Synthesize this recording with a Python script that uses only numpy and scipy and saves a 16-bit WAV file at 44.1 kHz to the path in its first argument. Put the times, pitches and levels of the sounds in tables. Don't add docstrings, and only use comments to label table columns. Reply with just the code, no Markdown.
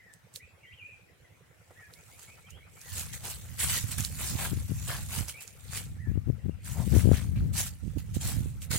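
import sys
import numpy as np
from scipy import signal
from scipy.fft import rfft, irfft, next_fast_len
from scipy.io import wavfile
from scipy.ndimage import uniform_filter1d, map_coordinates

SR = 44100
rng = np.random.default_rng(int(sys.argv[2]) if len(sys.argv) > 2 else 0)


def pcm_store(signal):
    levels = np.round(np.clip(np.atleast_2d(signal), -1, 1) * 32767)
    wavfile.write(sys.argv[1], SR, levels.astype(np.int16).T)


N = 387198
TOP_HZ = 15900


def amp(db):
    return 10 ** (np.asarray(db) / 20)


def unit(x):
    return x / np.sqrt(np.mean(x ** 2) + 1e-20)


def along(points, hz):
    f, v = np.transpose(points)
    return np.interp(np.log(hz + 1), np.log(f + 1), v)


def curves(rows):
    seconds, *columns = np.transpose(rows)
    return [np.interp(np.arange(N) / SR, seconds, column) for column in columns]


def wobble(rate):
    knots = rng.standard_normal(int(N * rate / SR) + 4)
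    return map_coordinates(knots, [np.arange(N) * rate / SR])


def filtered(x, response):
    m = next_fast_len(N + SR // 2)
    return irfft(rfft(x, m) * response(np.fft.rfftfreq(m, 1 / SR)), m)[..., :N]


def coloured(x, spectrum):
    return unit(filtered(x, lambda hz: amp(along(spectrum, hz))))


def noise(alike):
    share = np.clip(alike, 0, 1)
    common = np.sqrt(share) * rng.standard_normal(N)
    return common + np.sqrt(1 - share) * rng.standard_normal((2, N))


def add(track, s, sound):
    start = max(round(s * SR), 0)
    part = track[..., start:start + sound.shape[-1]]
    part += sound[..., :part.shape[-1]]


def swell(s, attack, hold, release):
    t = np.arange(N) / SR - s
    rise = (np.minimum(t, 0) / attack) ** 2
    fall = np.maximum(t - hold, 0) / release
    return np.exp(-np.minimum(rise + fall, 30))


def patchy(x, depth_db):
    z = signal.stft(x, nperseg=512)[2]
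    broad = uniform_filter1d(rng.standard_normal(z.shape[1:]), size=7, axis=0)
    broad = uniform_filter1d(broad, size=10, axis=1)
    narrow = uniform_filter1d(rng.standard_normal(z.shape[1:]), size=8, axis=1)
    shaped = z * amp(depth_db * unit(broad) + 2.2 * unit(narrow))
    return unit(signal.istft(shaped, nperseg=512)[1][:, :N])


# frequency in Hz, relative level in dB.
AIR_TONE = [(20, -24), (70, -13), (250, 1), (500, 2.5), (1000, -5.5), (2200, -1.5), (4500, -13.5),
            (8000, -13), (16000, -20.5)]


def hush():
    return amp(-64.5) * coloured(patchy(noise(0.11), depth_db=2.5), AIR_TONE)


# seconds from the motif's start, pitch in Hz before
# the call's pitch ratio, level in dB relative to the call.
FALL = [(0, 1563, -14), (0.031, 1970, -0.5), (0.063, 1870, -3.5), (.092, 1716, -1.5), (.135, 1680, -17)]
RISE = [(0, 2090, 4.5), (.025, 2230, -0.5), (.05, 2480, 0.5), (.075, 2470, -11)]
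ARCH = [(0, 1800, 2), (.018, 2300, -5), (.036, 2560, 0), (.06, 2650, -14.5), (.12, 2680, -19)]
SCOOP = [(0, 2440, 0.5), (.03, 2020, -3), (.08, 2016, -3), (.096, 2700, 1), (.118, 3620, -5)]
WARBLE = [(0, 3294, -10), (.024, 2683, -7), (.051, 2310, -1), (0.094, 2502, -3), (0.124, 2600, -10.5),
          (0.179, 2316, -5.5)]
CHIP = [(0, 2182, 1), (.035, 1848, -14)]
# start in seconds, motif, level in dB before the trees scatter it,
# pitch ratio.
BIRD_CALLS = [(0, CHIP, -55, 0.95), (.008, FALL, -54.5, 1.01), (.396, ARCH, -50.5, 1),
              (.629, SCOOP, -51.5, 0.97), (.63, RISE, -63, 1.28), (.772, WARBLE, -43.5, 1.01),
              (1.085, CHIP, -61.5, 0.94), (1.245, CHIP, -59, 0.96), (1.747, FALL, -51.5, 0.99),
              (1.79, RISE, -62, 1.01), (1.955, RISE, -61, 1.03), (2.11, RISE, -63, 1),
              (2.275, RISE, -55.5, 1.04), (2.44, RISE, -59, 1.07), (2.465, CHIP, -57, 1.5),
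              (2.515, RISE, -59, 1.36), (2.605, RISE, -59.5, 1.02), (2.76, RISE, -60.5, 1.05),
              (2.82, FALL, -53.5, 1), (5.338, RISE, -48.5, 1.06), (5.975, FALL, -52, 0.99),
              (6.39, CHIP, -60, 0.92), (6.505, CHIP, -63, 1.28)]
FAR_BIRD_DB = -76.5


def far_calls():
    calls = []
    for k, (when, loud, high) in enumerate(rng.random((70, 3))):
        motif = (RISE, CHIP, CHIP)[k % 3]
        calls.append((8.6 * when, motif, FAR_BIRD_DB + 8 * loud, .7 + .5 * high))
    return calls


def birds():
    whistles = np.zeros(N)
    quaver = 1 + .016 * wobble(350)
    for s, motif, db, ratio in list(BIRD_CALLS) + far_calls():
        times, hz, level_db = np.transpose(motif)
        t = np.arange(int(times[-1] * SR)) / SR
        glide = uniform_filter1d(np.interp(t, times, hz), size=SR // 80)
        pitch = glide * ratio * quaver[max(int(s * SR), 0):][:len(t)]
        level = amp(db + np.interp(t, times, level_db))
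        fade = signal.windows.tukey(len(t), .12)
        add(whistles, s, fade * level * np.sin(2 * np.pi * np.cumsum(pitch) / SR))
    t = np.arange(SR // 2) / SR
    decay = amp(-60 * t / .55) + amp(-60 * t / .12)
    tail = rng.standard_normal((2, len(t))) * decay
    scattered = signal.fftconvolve(whistles[None], tail / np.linalg.norm(tail[0]), axes=1)[:, :N]
    return .75 * whistles + scattered


# delay in seconds, pitch in Hz before jitter,
# level in dB before wobble and stereo balance, half-width in seconds.
ENGINE_THUDS = [(0, 104, -57, 0.021), (.004, 165.6, -62.5, 0.015), (.005, 484, -58.5, 0.0035)]
# time in seconds, level in dB.
CLATTER_LEVEL = [(1.4, -81), (1.75, -68), (2.4, -66), (8.7, -74)]
# frequency in Hz, relative level in dB.
CLATTER_TONE = [(300, -18), (750, 5.5), (1100, -2), (1380, 7.5), (1600, -3), (2100, 0), (6000, -58)]


def engine():
    first, period, knock_period = .059, .0968, .1036
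    t = np.arange(N) / SR

    def since_beat(delay, every):
        return (t - first - delay + every / 2) % every - every / 2

    thud = np.zeros(N)
    for (delay, hz, db, length), every in zip(ENGINE_THUDS, (period, period, knock_period)):
        since = since_beat(delay, every)
        level = amp(db + 3 * wobble(10))
        thud += level * np.exp(-(since / length) ** 2) * np.sin(2 * np.pi * hz * since + wobble(60))
    beat = unit(np.exp(-(since_beat(0.0062, period) / 0.016) ** 2))
    clatter = amp(curves(CLATTER_LEVEL)[0]) * beat * coloured(noise(0.19), CLATTER_TONE)
    return thud * amp([[-2], [2]]) + clatter


# time in seconds (the crack follows 1.1 ms later),
# level in dB before trim and tone, pitch in Hz.
LEAF_SNAPS = [(0.137, -45.5, 8050), (0.339, -44.5, 7440), (0.3589, -28.5, 3930), (1.937, -40.5, 4090),
              (2.194, -41.5, 7300), (2.5053, -41, 6850), (2.8143, -38, 6060), (2.995, -29, 7100),
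              (3.916, -28.5, 8350), (3.982, -26, 10500), (4.0055, -23.5, 6500), (4.026, -31, 4000),
              (4.0483, -20, 4330), (5.283, -30.5, 6000), (5.2952, -26, 2900), (5.477, -35.5, 6840),
              (5.773, -23, 2300), (8.1478, -35.5, 8170), (8.274, -29, 7750), (8.6186, -34, 2940)]
BEND_S = 0.0075


def snaps():
    out, lead = np.zeros((2, N)), .02
    t = np.arange(-lead, .12, 1 / SR)
    after, before = np.maximum(t, 0), np.maximum(-t, 0)
    for s, db, hz in LEAF_SNAPS:
        burst = np.sin(2 * np.pi * hz * t) + .6 * rng.standard_normal(len(t))
        crack = burst * np.exp(-after / .0005 - before / .0001)
        spray = 0.2 * np.exp(-after / 0.015 - before / BEND_S) * rng.standard_normal((2, len(t)))
        add(out, s + 0.0011 - lead, amp(db - 1.5) * (crack + spray))
    tone = [(300, -38), (1500, -5.0), (3500, 1.5), (9000, 7.5), (16000, -1.0)]  # (Hz, dB)
    return amp([[-1.5], [1.5]]) * filtered(out, lambda hz: amp(along(tone, hz)))


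# time in seconds, level in dB.
RUSTLE_LEVEL = [(1.2, -86), (1.7, -70), (2.25, -57), (2.64, -74), (2.9, -47), (3.45, -53), (4.35, -43),
                (4.66, -52), (4.88, -44), (5.58, -60), (5.74, -52), (6.1, -73), (6.6, -76), (6.78, -49),
                (7.2, -51), (7.36, -66), (8.18, -62), (8.31, -42), (8.6, -66)]
# time in seconds, level in dB.
LEAF_BRUSHES = [(2.22, -51), (3.135, -41), (3.875, -43), (3.915, -38), (3.985, -36), (4.04, -40),
                (5.285, -41), (5.41, -46), (6.651, -47), (7.538, -42), (7.66, -39), (7.985, -50),
                (8.147, -44), (8.215, -41), (8.625, -46)]
BRUSH_ATTACK_S, BRUSH_HOLD_S, BRUSH_RELEASE_S = .007, .016, .019
LIGHT_CRUSH_DB = -13
# time of full weight in seconds, rise in seconds, hold in seconds,
# crackle of the top leaves in dB, crush of the litter below in dB.
FOOTFALLS = [(2.991, .055, .02, -37, -49), (3.26, .025, .05, -38, -51), (3.605, .016, .04, -29.5, -40),
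             (3.705, .025, .07, -29.5, -44), (4.225, .04, .08, -36.5, -49), (4.41, .04, .045, -36, -39),
             (4.886, .01, .064, -40, -39), (5.159, .05, .03, -35.5, -42), (5.765, .045, .012, -36.5, -47),
             (6.691, .04, .03, -43, -57), (6.976, .06, .035, -39, -46), (7.149, .035, .04, -43, -45),
             (7.366, .008, .02, -63, -53), (7.588, .025, .016, -29, -42), (8.261, .04, .04, -37.5, -47),
             (8.72, .012, .04, -31.5, -39)]
STEP_RELEASE_S = .036


def pressure():
    light = amp(curves(RUSTLE_LEVEL)[0]) ** 2
    for s, db in LEAF_BRUSHES:
        light = light + (amp(db) * swell(s, BRUSH_ATTACK_S, BRUSH_HOLD_S, BRUSH_RELEASE_S)) ** 2
    crackle, crush = light, light * amp(LIGHT_CRUSH_DB) ** 2
    for s, rise, hold, crackle_db, crush_db in FOOTFALLS:
        weight = swell(s, rise, hold, STEP_RELEASE_S)
        crackle = crackle + (amp(crackle_db) * weight) ** 2
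        crush = crush + (amp(crush_db) * weight) ** 2
    return np.sqrt(crackle), np.sqrt(crush)


def fractures(gain, rate, low_hz, high_hz, cycles, spread_db, lag_s):
    density = np.sqrt(gain / gain.max()) + .45
    total = np.cumsum(density) * rate / SR
    starts = np.searchsorted(total, rng.uniform(0, total[-1], int(total[-1])))
    pitch, size, side, place = rng.random((4, len(starts), 1))
    hz = low_hz + pitch * (min(high_hz, TOP_HZ) - low_hz)
    strength = amp(-spread_db * np.log(size + .02)) * np.sqrt(hz)
    ticks = np.arange(SR // 300)
    pair = []
    for port in (-1, 1):
        lag = lag_s * (1 + port * (2 * place - 1))
        turns = hz * np.maximum(ticks / SR - lag, 0)
        ring = np.sin(2 * np.pi * turns) * np.exp(-turns / cycles)
        cracks = strength * (1 + port * (side - .5)) * ring
        pair.append(np.bincount((starts[:, None] + ticks).ravel(), cracks.ravel(), N)[:N])
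    return unit(np.array(pair) / np.sqrt(density))


def close_ports(pair, corner_hz):
    apart = lambda hz: hz ** 2 / np.hypot(hz ** 2, corner_hz ** 2)
    mid = filtered((pair[0] + pair[1]) / 2, lambda hz: np.sqrt(2 - apart(hz) ** 2))
    side = filtered((pair[0] - pair[1]) / 2, apart)
    return np.array([mid + side, mid - side])


# frequency in Hz, relative level in dB.
CRACKLE_TONE = [(700, -24.5), (1600, -11.5), (2500, -5.5), (3700, -5.5), (5200, -6), (7600, 0.5),
                (11000, -2.5), (13500, -4.5), (16000, -4.5)]
# frequency in Hz, relative level in dB.
CRUSH_TONE = [(150, 2.5), (400, -4.5), (800, -1), (1150, -1), (1700, 1.5), (2800, -3), (5000, -4.5),
              (12000, -50)]
CLUMP_DB, CLUMPS_PER_S = 0.75, 90


def footsteps():
    crackle, crush = pressure()
    clumps = amp(CLUMP_DB * wobble(CLUMPS_PER_S))
    top = fractures(crackle, rate=4200, low_hz=1200, high_hz=15500, cycles=1.1, spread_db=2.8, lag_s=.00012)
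    below = fractures(crush, rate=1100, low_hz=350, high_hz=4500, cycles=1.3, spread_db=3.2, lag_s=.00008)
    top = close_ports(patchy(top + .5 * noise(0), depth_db=2.2), corner_hz=2500)
    below = patchy(below + .4 * noise(.8), depth_db=1.9)
    layers = crackle * coloured(top, CRACKLE_TONE) + crush * coloured(below, CRUSH_TONE)
    return clumps * amp(0.5) * layers


# time of the peak in seconds, level in dB, half-width in seconds.
KNOCK_AND_SCUFFS = [(1.711, -54, 0.0047), (3.264, -51, 0.042), (6.8, -44, 0.039)]
# frequency in Hz, relative level in dB.
DULL_TONE = [(100, -33), (350, -4), (850, 1), (1400, -14.5), (5000, -26)]


def knock_and_scuffs():
    t = np.arange(N) / SR
    swells = sum(amp(db) * np.exp(-((t - s) / length) ** 2) for s, db, length in KNOCK_AND_SCUFFS)
    return swells * coloured(noise(0.99), DULL_TONE)


# time in seconds, left and right strength in dB before wobble and trim.
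BREEZE_STRENGTH = [(2.2, -63, -62.5), (2.86, -61, -60.5), (2.93, -47, -41.5), (3.3, -46, -53),
                   (3.67, -48, -39.5), (4.15, -43, -40.5), (4.55, -33, -41.5), (5.2, -44.5, -38),
                   (5.42, -63.5, -68), (5.72, -41.5, -51), (6, -42, -38.5), (6.38, -61, -56),
                   (6.62, -46.5, -49.5), (6.8, -29, -46), (7.5, -28, -34), (7.82, -52, -48),
                   (8.3, -35.5, -33.5), (8.78, -49, -44.5)]
# time of the break in seconds, build-up in seconds,
# rumble strength in dB before wobble and trim, strength of the eddy's push in dB, port (0 left, 1 right).
WIND_GUSTS = [(2.545, .015, -48, -44, 1), (3.68, 0.026, -32, -33, 0), (3.842, 0.0034, -43, -23, 1),
              (4.001, 0.018, -34, -22.5, 1), (4.354, 0.022, -36, -20.5, 1), (4.533, 0.015, -39, -16.5, 0),
              (4.575, 0.0047, -35, -23, 0), (4.719, 0.021, -37, -17, 0), (5.209, 0.031, -33.5, -22.5, 1),
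              (6.176, 0.092, -28, -14.5, 0), (6.301, 0.023, -25, -12.5, 0), (6.495, 0.043, -31, -14.5, 0),
              (6.878, 0.0094, -32, -16, 0), (6.966, 0.033, -17, -8, 0), (7.116, 0.066, -20.5, -2.5, 0),
              (7.43, 0.052, -30, -23.5, 1), (7.879, 0.043, -30, -22, 1), (7.973, 0.009, -29, -16.5, 1),
              (8.169, 0.0062, -51, -14.5, 1), (8.46, 0.091, -31, -21, 1), (8.758, 0.047, -32, -20, 1)]
GUST_ATTACK_S, GUST_RELEASE_S = 0.016, 0.043


def airflow():
    power = amp(curves(BREEZE_STRENGTH)) ** 2
    for s, build, db, _, port in WIND_GUSTS:
        gust = amp(db) * swell(s - build, GUST_ATTACK_S, build, GUST_RELEASE_S)
        power[int(round(port))] += gust ** 2
    return 10 * np.log10(power)


EDDY_WIDTH_S = 0.00055
EDDY_SPAN_S = .05


def eddy(db):
    t = np.arange(-EDDY_SPAN_S, EDDY_SPAN_S, 1 / SR)
    width = EDDY_WIDTH_S * amp(-db / 3)
    push = np.exp(-np.minimum((t / width) ** 2, 50))
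    after = np.maximum(t, 0)
    rebound = 1.04 * np.sin(2 * np.pi * 95 * after) * np.exp(-after / 0.0076)
    return amp(db) * (push - rebound)


# frequency in Hz, relative level in dB.
RUMBLE_TONE = [(20, -27), (40, -11), (75, 4), (120, 0.5), (190, -10), (280, -23.5), (420, -42.5),
               (800, -59.5)]
# frequency in Hz, relative level in dB.
FLUTTER_TONE = [(90, -26), (200, 7), (330, 1), (520, -22), (800, -20), (1500, -62)]
LEAD_EDDY_DB = -6


def wind():
    t = np.arange(N) / SR
    level_db = airflow() + 1.9 * np.array([wobble(22), wobble(22)])
    flow = coloured(noise(0), RUMBLE_TONE)
    flow = flow / np.sqrt(np.abs(uniform_filter1d(flow ** 2, size=SR // 14, axis=1)))
    flutter = amp(1.78 * level_db + 2.0) * np.abs(flow) * coloured(noise(0), FLUTTER_TONE)
    rising = np.interp(t, [1.7, 2.2], [.4, 1])
    out = rising * (amp(level_db + 2.0) * flow + flutter)
    for s, build, _, db, port in WIND_GUSTS:
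        track = out[int(round(port))]
        add(track, s - EDDY_SPAN_S, eddy(db))
        for early in (np.arange(3) + rng.random(3) + .5) / 3:
            add(track, s - early * build - EDDY_SPAN_S, eddy(db + LEAD_EDDY_DB))
    return out


def scene():
    return hush() + birds() + engine() + snaps() + footsteps() + knock_and_scuffs() + wind()


# frequency in Hz, left minus right in dB.
PORT_BALANCE = [(100, -0.5), (700, -1), (1300, 3), (2400, 1), (4400, -3), (8000, -4), (14000, 3.5)]
LOW_CUT_HZ = 21


def record(dry):
    def port_colour(hz):
        balance = along(PORT_BALANCE, hz)
        return amp(np.array([balance, -balance]) / 2)

    heard = filtered(dry, port_colour)
    limited = heard / (1 + (heard / .52) ** 6) ** (1 / 6)
    return filtered(limited, lambda hz: hz ** 2 / np.hypot(hz ** 2, LOW_CUT_HZ ** 2) * (hz < TOP_HZ))


dry = scene()
out = record(dry)
pcm_store(out)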